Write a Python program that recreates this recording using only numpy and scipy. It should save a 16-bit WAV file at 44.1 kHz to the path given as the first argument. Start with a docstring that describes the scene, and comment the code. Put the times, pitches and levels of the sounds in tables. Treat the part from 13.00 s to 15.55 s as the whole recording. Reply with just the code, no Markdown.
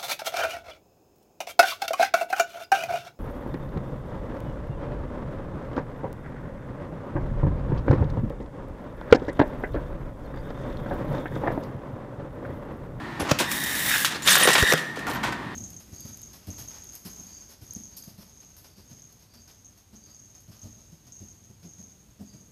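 """A low hum, workshop noise and the thin whine of idling rollers open the scene: shaped noise and narrow resonances.
A strapping machine then runs one cycle. Clamps knock (damped modes and noise bursts), and the plastic strap hisses
along its guide (stick-slip noise) and snaps tight. It rattles loudly through the arch while the rollers sing.
The singing ends with a double knock, and the carton is slid over the table with scuffs and ringing bumps."""
import sys
import numpy as np
from scipy import signal
from scipy.fft import rfft, irfft, next_fast_len
from scipy.io import wavfile

SR = 44100
rng = np.random.default_rng(int(sys.argv[2]) if len(sys.argv) > 2 else 0)


def to_wav(s):
    """Save 16-bit WAV."""
    ch = np.atleast_2d(s).T  # columns
    pcm = np.round(np.clip(ch, -1, 1) * 32767)  # PCM
    wavfile.write(sys.argv[1], SR, pcm.astype(np.int16))


N = 112454
TIME = np.arange(N) / SR  # seconds

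# In every table relative_db sets proportions within one spectrum, and tilt_db_per_octave acts above 500 Hz.
# Workshop noise: time_s, level_db
SHOP_LEVEL = [(0, -36), (.6, -37), (1.2, -39.5), (1.65, -39), (1.9, -40.5), (2.12, -33.5), (2.55, -37)]
# Its spectrum: frequency_hz, relative_db
SHOP_COLOUR = [(70, -28.5), (110, -8.5), (150, -0.5), (200, -1), (310, -2), (480, -13.5), (680, -11.5),
               (950, -8), (1500, -13.5), (1850, -11), (2250, -19), (4000, -25), (6000, -35.5), (15500, -48)]
# Low rumble of the drive and frame: time_s, level_db
RUMBLE_LEVEL = [(0, -43.5), (.45, -46), (.85, -43), (1.1, -50.5), (1.45, -42.5), (1.7, -66), (1.95, -57),
                (2.12, -39), (2.55, -45)]
# Its spectrum: frequency_hz, relative_db
RUMBLE_COLOUR = [(35, -7), (55, -0.5), (85, -7), (120, -2), (190, -22), (400, -30), (15500, -90)]
# Resonances of the motor hum: centre_hz, width_hz, relative_db
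HUM_PEAKS = [(143.7, 23, 3), (283, 12, -8)]
HUM_DB = -48.5
# Whine of the idling drive: time_s, level_db
IDLE_LEVEL = [(0, -46.5), (1.2, -54), (1.78, -35), (1.9, -41), (2.0, -39.5), (2.2, -42.5), (2.55, -48)]
# Its resonances: centre_hz, width_hz, relative_db
IDLE_PEAKS = [(1853, 6.8, -4), (1788, 70, -2)]
# Roller speed: time_s, share_of_full_speed
ROLLER_SPEED = [(.43, 0.9), (.49, 1.0), (.87, 1.0), (.94, 0.98), (1.0, 0.94), (1.3, 0.95), (1.42, 1.0),
                (1.725, 1.0), (1.76, 0.87), (1.82, 0.96)]
# Rough whirr of the rollers: time_s, level_db
WHIRR_LEVEL = [(.39, -53), (.44, -36.5), (.485, -37), (.6, -35), (.86, -37), (.94, -25), (1.03, -39.5),
               (1.12, -50), (1.24, -51), (1.3, -21.5), (1.4, -31.5), (1.6, -27.5), (1.73, -25.5),
               (1.76, -31), (1.8, -58)]
# Its resonances at full speed: centre_hz, width_hz, relative_db
WHIRR_PEAKS = [(1731, 110, -1), (1920, 180, -1.5), (3726, 280, -3.5), (5580, 260, -10.5)]
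# Clear singing of the rollers under load: time_s, level_db
SING_LEVEL = [(.42, -63), (.48, -37.5), (.72, -35.5), (1.0, -36), (1.15, -56), (1.3, -41), (1.44, -22),
              (1.56, -26), (1.68, -23.5), (1.715, -21.5), (1.745, -50)]
# Its partials at full speed: centre_hz, width_hz, relative_db
SING_PEAKS = [(1724, 7.1, -5), (1806, 8, -0.5), (1868, 9.7, 4.5), (1952, 32, 0.5), (3735, 32, -3.5),
              (7400, 91, -11)]
# Carton and strap rubbing: start_s, length_s, level_db, tilt_db_per_octave
RUBS = [(0.193, 0.034, -29.5, -5), (0.247, 0.042, -32.5, -1.5), (0.288, 0.034, -27, 1),
        (0.393, 0.032, -27.5, -6.5), (0.902, 0.082, -31.5, 7), (1.105, 0.028, -33, 3),
        (1.142, 0.02, -31, 1), (2.063, 0.052, -30.5, -2), (2.132, 0.04, -37, 0.5),
        (2.228, 0.056, -30, -0.5), (2.301, 0.044, -41.5, -1.5)]
# Their spectrum before tilt: frequency_hz, relative_db
RUB_COLOUR = [(60, -13), (150, -6.5), (320, 2.5), (600, -2.5), (980, 1), (1450, -2), (2200, -4),
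              (4000, -11), (7000, -16.5), (11000, -29), (15500, -34)]
# Strap squeaking and scraping on edges: start_s, length_s, level_db, centre_hz, width_hz
SQUEAKS = [(0.196, 0.026, -41, 10600, 1300), (0.907, 0.012, -23.5, 1730, 750),
           (0.939, 0.024, -25.5, 1610, 600), (0.914, 0.054, -30, 2580, 900), (1.144, 0.023, -38, 4370, 901),
           (1.229, 0.015, -36, 7080, 500), (1.274, 0.011, -17.5, 3700, 1300),
           (1.291, 0.023, -22.5, 6000, 1500), (1.288, .022, -25, 10500, 3000),
           (1.317, 0.0083, -20.5, 8400, 1420), (1.336, 0.011, -22, 3720, 800),
           (1.377, 0.012, -26, 12900, 700), (1.43, 0.009, -19.5, 9600, 1610),
           (1.438, 0.008, -23.5, 8530, 700), (1.448, 0.015, -24, 9350, 500),
           (1.531, 0.009, -24.5, 8100, 1500), (1.55, 0.022, -37, 1230, 700),
           (1.579, 0.014, -26.5, 1400, 400), (2.133, 0.027, -45.5, 13300, 2500)]
# Strap slapping the guide: start_s, level_db, decay_s, tilt_db_per_octave
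SLAPS = [(0.197, -35, 0.033, 4), (0.388, -21, .02, 3), (.398, -20.5, 0.027, 2), (0.514, -25, 0.008, 7.5),
         (.638, -25, 0.0098, 9), (1.047, -16.5, 0.021, 4), (1.221, -34.5, 0.022, 5), (1.274, -14, 0.021, 2),
         (1.285, -13.5, 0.0069, -0.5), (1.304, -15, 0.021, 5), (1.319, -17, 0.003, -2),
         (1.33, -14.5, 0.0085, 7), (1.354, -12, 0.0064, 6), (1.3673, -15, 0.0052, -4.5),
         (1.405, -18, 0.014, 10), (1.427, -14, 0.013, -2.5), (1.474, -16.5, 0.014, -3),
         (1.487, -14.5, .009, -5.5), (1.504, -13, 0.005, -2.5), (1.514, -17, 0.0069, 3),
         (1.531, -17.5, 0.011, 5.5), (1.552, -11.5, 0.013, -3), (1.581, -15, 0.016, -2),
         (1.602, -27, 0.0032, 2), (1.776, -29.5, 0.024, 1.5), (1.958, -38, 0.033, -0.5),
         (1.99, -39, 0.03, 0), (2.068, -40, 0.025, 9), (2.097, -36, 0.022, 9), (2.234, -28.5, 0.028, -0.5),
         (2.323, -32, 0.014, -1.5)]
# Their spectrum before tilt: frequency_hz, relative_db
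SLAP_COLOUR = [(100, -11.5), (400, -10.5), (1000, 1.5), (1700, 2), (2400, 3.5), (3500, 1.5), (5000, -4),
               (8000, -9.5), (12000, -15), (15500, -21.5)]
# Carton bumping the steel table: start_s, level_db, decay_s
BUMPS = [(0.198, -38, 0.054), (0.4, -25, 0.033), (2.069, -32, 0.043), (2.158, -30, 0.023),
         (2.237, -23, 0.021), (2.27, -27, 0.019), (2.323, -31.5, 0.02)]
# Resonances of the table: centre_hz, width_hz, relative_db
TABLE_PEAKS = [(770, 91, -6.5), (950, 120, 4.5), (1085, 40, -4.5), (1387, 22, -1), (1518, 52, 0.5),
               (2000, 250, -7.5), (3180, 190, -12.5)]
# Clamps and cutter knocking: start_s, level_db, decay_s, tilt_db_per_octave, housing_ring_db
KNOCKS = [(.203, -24.5, 0.02, -1.5, -4), (0.3104, -7, 0.0057, -1, -10.5), (0.3137, -5.5, 0.0033, 0, -5.5),
          (1.411, -18, 0.0064, 0, 2), (1.453, -9.5, 0.0037, -1, 0), (1.4748, -9, 0.0038, 0, -1),
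          (1.487, -16.5, 0.014, 1, -4), (1.6265, -12, 0.0018, -2, -4), (1.631, -25.5, 0.017, -5, 1),
          (1.711, -23, 0.0073, 0, 3), (1.7227, -8, 0.0025, 2.5, -1), (1.7362, -9, 0.0045, -3.5, -2.5),
          (1.969, -29, 0.012, -3.5, 4)]
# Spectrum of their rattle before tilt: frequency_hz, relative_db
KNOCK_COLOUR = [(60, -39), (150, -8.5), (260, -2.5), (420, 5), (740, -7.5), (950, -8), (1350, -6),
                (2000, -25), (2500, -11), (4000, -18), (5800, -9.5), (9000, -29.5), (15500, -34)]
# Modes of the housing, around which each knock varies in level: frequency_hz, mean_level_db, t60_s
HOUSING_MODES = [(378, -10.5, 0.03), (510, -7.5, 0.054), (622, -9, 0.033), (782, -6.5, 0.018),
                 (1120, -15.5, 0.038), (1386, -12.5, .06)]
# Frame thudding: start_s, level_db, pitch_hz, t60_s
THUDS = [(0.22, -19.5, 93, 0.052), (0.317, -8.5, 149, 0.045), (1.625, 0, 69, 0.02), (1.736, -22, 159, 0.16)]
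# Hard edges meeting: start_s, level_db, decay_s
CRACKS = [(0.3142, -16, 0.0019), (0.516, -22, 0.0051), (1.047, -9, .0006), (1.2755, -12, .001),
          (1.3549, -8, 0.0025), (1.474, -10, .002), (1.606, -17, .0015), (1.6265, -7, 0.0011),
          (1.723, -9, .002), (1.7355, -9.5, 0.0019), (1.9915, -33, 0.0018), (2.083, -32, 0.0051),
          (2.107, -38, .003), (2.134, -33, 0.0033), (2.246, -26, 0.0015)]
# Their spectrum: frequency_hz, relative_db
CRACK_COLOUR = [(300, -11), (1500, 12.5), (4000, -4), (6500, -1), (10000, -6), (15500, -4.5)]
# Strap sliding in its guide, before flutter: time_s, level_db
SLIDE_LEVEL = [(.43, -62), (.52, -27.5), (.6, -31), (.72, -29), (.84, -26), (.96, -26), (1.04, -26.5),
               (1.09, -68), (1.2, -68)]
# Its spectrum: frequency_hz, relative_db
SLIDE_COLOUR = [(240, -67), (400, -15.5), (873, -14.5), (914, -21.5), (1790, -3.5), (2590, -11.5),
                (3680, -8.5), (4350, -13.5), (10600, -11.5), (15500, -11.5)]
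# Strap driven through the arch, before flutter: time_s, level_db
RUSH_LEVEL = [(1.22, -47), (1.268, -24.5), (1.282, -23.5), (1.32, -18.5), (1.39, -24), (1.445, -21.5),
              (1.468, -27.5), (1.49, -19.5), (1.53, -27.5), (1.595, -24.5), (1.635, -31), (1.715, -26),
              (1.75, -37.5), (1.85, -60)]
# Its spectrum: frequency_hz, relative_db
RUSH_COLOUR = [(88, -46), (150, -6), (213, -6), (248, -21), (366, -15), (1000, -10.5), (1600, -8),
               (1800, -3.5), (2270, -15.5), (2920, -7), (5230, -14.5), (9360, -14.5), (15500, -21.5)]
# Spectrum of the reverberation: frequency_hz, relative_db
ROOM_COLOUR = [(60, -13), (300, -2), (1500, 5.5), (4000, 3.5), (8000, 0.5), (15500, -3.5)]

RUB_ATTACK_S, RUB_RELEASE_S = 0.0045, 0.014
SQUEAK_ATTACK_S, SQUEAK_RELEASE_S = 0.0022, 0.0033
IMPACT_ATTACK_S = 0.00027  # slaps and bumps
KNOCK_ATTACK_S, KNOCK_RATTLE_DB = 0.0026, -1
EDGE_HZ = 4020  # above this the strap's edges are heard, below it its body
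ROOM_T60_S, ROOM_DB, ROOM_DELAY_S = 0.68, -14.5, 0.017
LOW_CUT_HZ, CUTOFF_HZ = 56, 15450


def from_db(db):
    """Decibel law: 20 dB is a tenfold amplitude."""
    return 10 ** (np.asarray(db) / 20)


def rms_one(x):
    """Normalisation to unit root-mean-square."""
    return x / np.sqrt(np.mean(x ** 2) + 1e-20)


def level(curve):
    """Envelope, linear in decibels between its points and practically silent outside them."""
    times, db = np.transpose(curve)
    return from_db(np.interp(TIME, times, db, left=-120, right=-120))


def colour(x, points, tilt_db=0):
    """Minimum-phase filtering: a folded cepstrum makes a spectrum causal; white noise keeps its level."""
    size = 2 * next_fast_len(len(x))
    hz = np.maximum(np.fft.rfftfreq(size, 1 / SR), 1)
    at, db = np.transpose(points)
    shape_db = np.interp(np.log(hz), np.log(at), db)
    shape_db = shape_db + tilt_db * np.log2(np.maximum(hz, 500))
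    bass_cut = hz / np.hypot(hz, at[0])
    gain = rms_one(from_db(shape_db) * bass_cut)
    cepstrum = irfft(np.log(gain))
    cepstrum[1:size // 2] *= 2
    cepstrum[size // 2 + 1:] = 0
    response = np.exp(rfft(cepstrum))
    return irfft(rfft(x, size) * response)[:len(x)]


def friction(per_s, spread_db, smooth, size=N):
    """Stick-slip friction: random clicks of uneven strength over a share of smooth hiss."""
    slips = rng.random(size) < per_s / SR
    signs = rng.choice([-1, 1], size)
    strengths = from_db(spread_db * np.minimum(rng.exponential(1, size), 4))
    clicks = rms_one(slips * signs * strengths)
    return rms_one(clicks + smooth * rng.standard_normal(size))


def flutter(rate_hz):
    """Random modulation: low-passed noise of unit spread, halved in amplitude at the given rate."""
    hz = np.fft.rfftfreq(N, 1 / SR)
    return rms_one(irfft(rfft(rng.standard_normal(N)) / (1 + (hz / rate_hz) ** 2), N))


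def resonant_noise(hz, centre, width, size):
    """Resonance: noise concentrated around a centre, to half amplitude at the edges of its width."""
    return irfft(rfft(rng.standard_normal(size)) / (1 + ((hz - centre) / width * 2) ** 2), size)


def resonances(peaks, steadiness, speed=1):
    """Noise-driven resonances shifted in pitch by speed; steadiness evens their envelope towards a tone."""
    hz, out = np.fft.rfftfreq(N, 1 / SR), 0
    lead_s = np.cumsum((speed - 1) * np.ones(N)) / SR
    for centre, width, db in peaks:
        ring = signal.hilbert(resonant_noise(hz, centre, width, N))
        ring = ring * np.exp(2j * np.pi * centre * lead_s)
        evened = ring.real / np.abs(ring) ** np.clip(steadiness, 0, 1)
        out = out + from_db(db) * rms_one(evened)
    return rms_one(out)


def strike(t, attack_s, decay_s):
    """Impact envelope: a linear rise under an exponential decay."""
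    return np.minimum(t / attack_s, 1) * np.exp(-t / decay_s)


def stroke(t, length_s, attack_s, release_s):
    """Sliding-contact envelope: linear attack, hold, exponential release."""
    return np.minimum(t / attack_s, 1) * np.exp(-np.maximum(t - length_s, 0) / release_s)


def damped_sine(t, hz, t60_s):
    """Damped vibration of one mode, falling 60 dB in t60."""
    return np.sin(2 * np.pi * hz * t) * np.exp(-np.log(1000) * t / t60_s)


def add(out, start_s, sound):
    """Superposition of a sound at its start time."""
    start = int(start_s * SR)
    out[start:start + len(sound)] += sound[:N - start]


def background():
    """Broadband noise of the workshop and drive, with motor hum as broad low resonances."""
    shop = level(SHOP_LEVEL) * colour(rng.standard_normal(N), SHOP_COLOUR)
    rumble = level(RUMBLE_LEVEL) * colour(rng.standard_normal(N), RUMBLE_COLOUR)
    hum = from_db(HUM_DB) * resonances(HUM_PEAKS, steadiness=0.54)
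    return shop + rumble + hum


def rollers():
    """Rotating resonance: idle whine at fixed pitch; whirr and steadier singing rise and fall with speed."""
    speed = np.interp(TIME, *np.transpose(ROLLER_SPEED))
    idle = level(IDLE_LEVEL) * resonances(IDLE_PEAKS, steadiness=0.85)
    whirr = level(WHIRR_LEVEL) * resonances(WHIRR_PEAKS, steadiness=0.31, speed=speed)
    sing = level(SING_LEVEL) * resonances(SING_PEAKS, steadiness=0.95, speed=speed)
    return idle + whirr + sing


def rubs():
    """Sliding friction: each scuff is a short stroke of coloured stick-slip noise."""
    out, t = np.zeros(N), TIME[:SR // 4]
    for start_s, length_s, db, tilt_db in RUBS:
        grain = friction(per_s=1500, spread_db=4, smooth=0.99, size=len(t))
        scuff = grain * stroke(t, length_s, RUB_ATTACK_S, RUB_RELEASE_S)
        add(out, start_s, from_db(db) * colour(scuff, RUB_COLOUR, tilt_db))
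    return out


def squeaks():
    """Friction-driven resonance: the strap catches on an edge and rings roughly around one pitch."""
    out, t = np.zeros(N), TIME[:SR // 4]
    hz = np.fft.rfftfreq(len(t), 1 / SR)
    for start_s, length_s, db, centre, width in SQUEAKS:
        ring = rms_one(resonant_noise(hz, centre, width, len(t)))
        shape = stroke(t, length_s, SQUEAK_ATTACK_S, SQUEAK_RELEASE_S)
        add(out, start_s, from_db(db) * ring * shape)
    return out


def slaps():
    """Repeated contact: each slap of the strap is a decaying burst of coloured chatter."""
    out, t = np.zeros(N), TIME[:SR // 4]
    for start_s, db, decay_s, tilt_db in SLAPS:
        chatter = friction(per_s=4000, spread_db=2.0, smooth=0.55, size=len(t))
        burst = chatter * strike(t, IMPACT_ATTACK_S, decay_s)
        add(out, start_s, from_db(db) * colour(burst, SLAP_COLOUR, tilt_db))
    return out


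def bumps():
    """Plate resonance: each bump briefly raises the ringing of the table's sheet."""
    swing, t = np.zeros(N), TIME[:SR // 4]
    for start_s, db, decay_s in BUMPS:
        add(swing, start_s, from_db(db) * strike(t, IMPACT_ATTACK_S, decay_s))
    return swing * resonances(TABLE_PEAKS, steadiness=0.18)


def knocks():
    """Modal excitation: a hard contact rattles as noise and sets the damped modes of the housing ringing."""
    out, t = np.zeros(N), TIME[:SR // 4]
    for start_s, db, decay_s, tilt_db, ring_db in KNOCKS:
        burst = rng.standard_normal(len(t)) * strike(t, KNOCK_ATTACK_S, decay_s)
        rattle = from_db(KNOCK_RATTLE_DB) * colour(burst, KNOCK_COLOUR, tilt_db)
        ring = np.zeros(len(t))
        for k, (hz, mode_db, t60_s) in enumerate(HOUSING_MODES):
            strength = from_db(mode_db + 2 * rng.standard_normal())
            ring += (-1) ** k * strength * damped_sine(t, hz, t60_s)  # alternate polarity
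        add(out, start_s, from_db(db) * (from_db(ring_db) * ring + rattle))
    return out


def thuds():
    """Damped oscillation: a heavy blow sets the frame swinging at one low pitch."""
    out, t = np.zeros(N), TIME[:SR // 2]
    for start_s, db, pitch_hz, t60_s in THUDS:
        add(out, start_s, from_db(db) * damped_sine(t, pitch_hz, t60_s))
    return out


def cracks():
    """Impulsive contact: a very short noise burst has a broad, bright spectrum."""
    out, t = np.zeros(N), TIME[:SR // 20]
    for start_s, db, decay_s in CRACKS:
        burst = rng.standard_normal(len(t)) * np.exp(-t / decay_s)
        add(out, start_s, from_db(db) * colour(burst, CRACK_COLOUR))
    return out


def strap():
    """Stick-slip noise: a hiss in the guide, then a rasp in the arch whose body and edges flutter separately."""
    slide = friction(per_s=4900, spread_db=8.5, smooth=1.6) * level(SLIDE_LEVEL)
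    slide = colour(slide * from_db(1.0 * flutter(68)), SLIDE_COLOUR)
    rush = friction(per_s=5000, spread_db=1.5, smooth=0.49) * level(RUSH_LEVEL)
    rush = colour(rush * from_db(1.04 * flutter(110)), RUSH_COLOUR)
    body = signal.sosfiltfilt(signal.butter(2, EDGE_HZ, fs=SR, output="sos"), rush)
    edges = rush - body
    return slide + body * from_db(2.2 * flutter(64)) + edges * from_db(2.5 * flutter(81))


def room(x):
    """Diffuse reverberation: convolution with delayed, coloured noise that decays exponentially."""
    t = TIME[:SR]
    decay = np.exp(-np.log(1000) * t / ROOM_T60_S) * (t > ROOM_DELAY_S)
    tail = colour(rng.standard_normal(SR) * decay, ROOM_COLOUR)
    unit_energy_tail = tail / np.sqrt(np.sum(tail ** 2))
    return from_db(ROOM_DB) * signal.fftconvolve(x, unit_energy_tail)[:N]


def scene():
    """Superposition of the machine, its reverberation, and the unreverberated thuds and background."""
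    machine = rollers() + rubs() + squeaks() + slaps() + bumps() + knocks() + cracks() + strap()
    return (background() + machine + thuds() + room(machine))[None]


def record(dry):
    """Band limiting and soft saturation: deep bass is cut, peaks are rounded, the top is removed."""
    thin = signal.sosfilt(signal.butter(2, LOW_CUT_HZ, "high", fs=SR, output="sos"), dry)
    rounded = np.tanh(thin)
    return signal.sosfilt(signal.ellip(12, .1, 90, CUTOFF_HZ, fs=SR, output="sos"), rounded)


dry = scene()
out = record(dry)
to_wav(out)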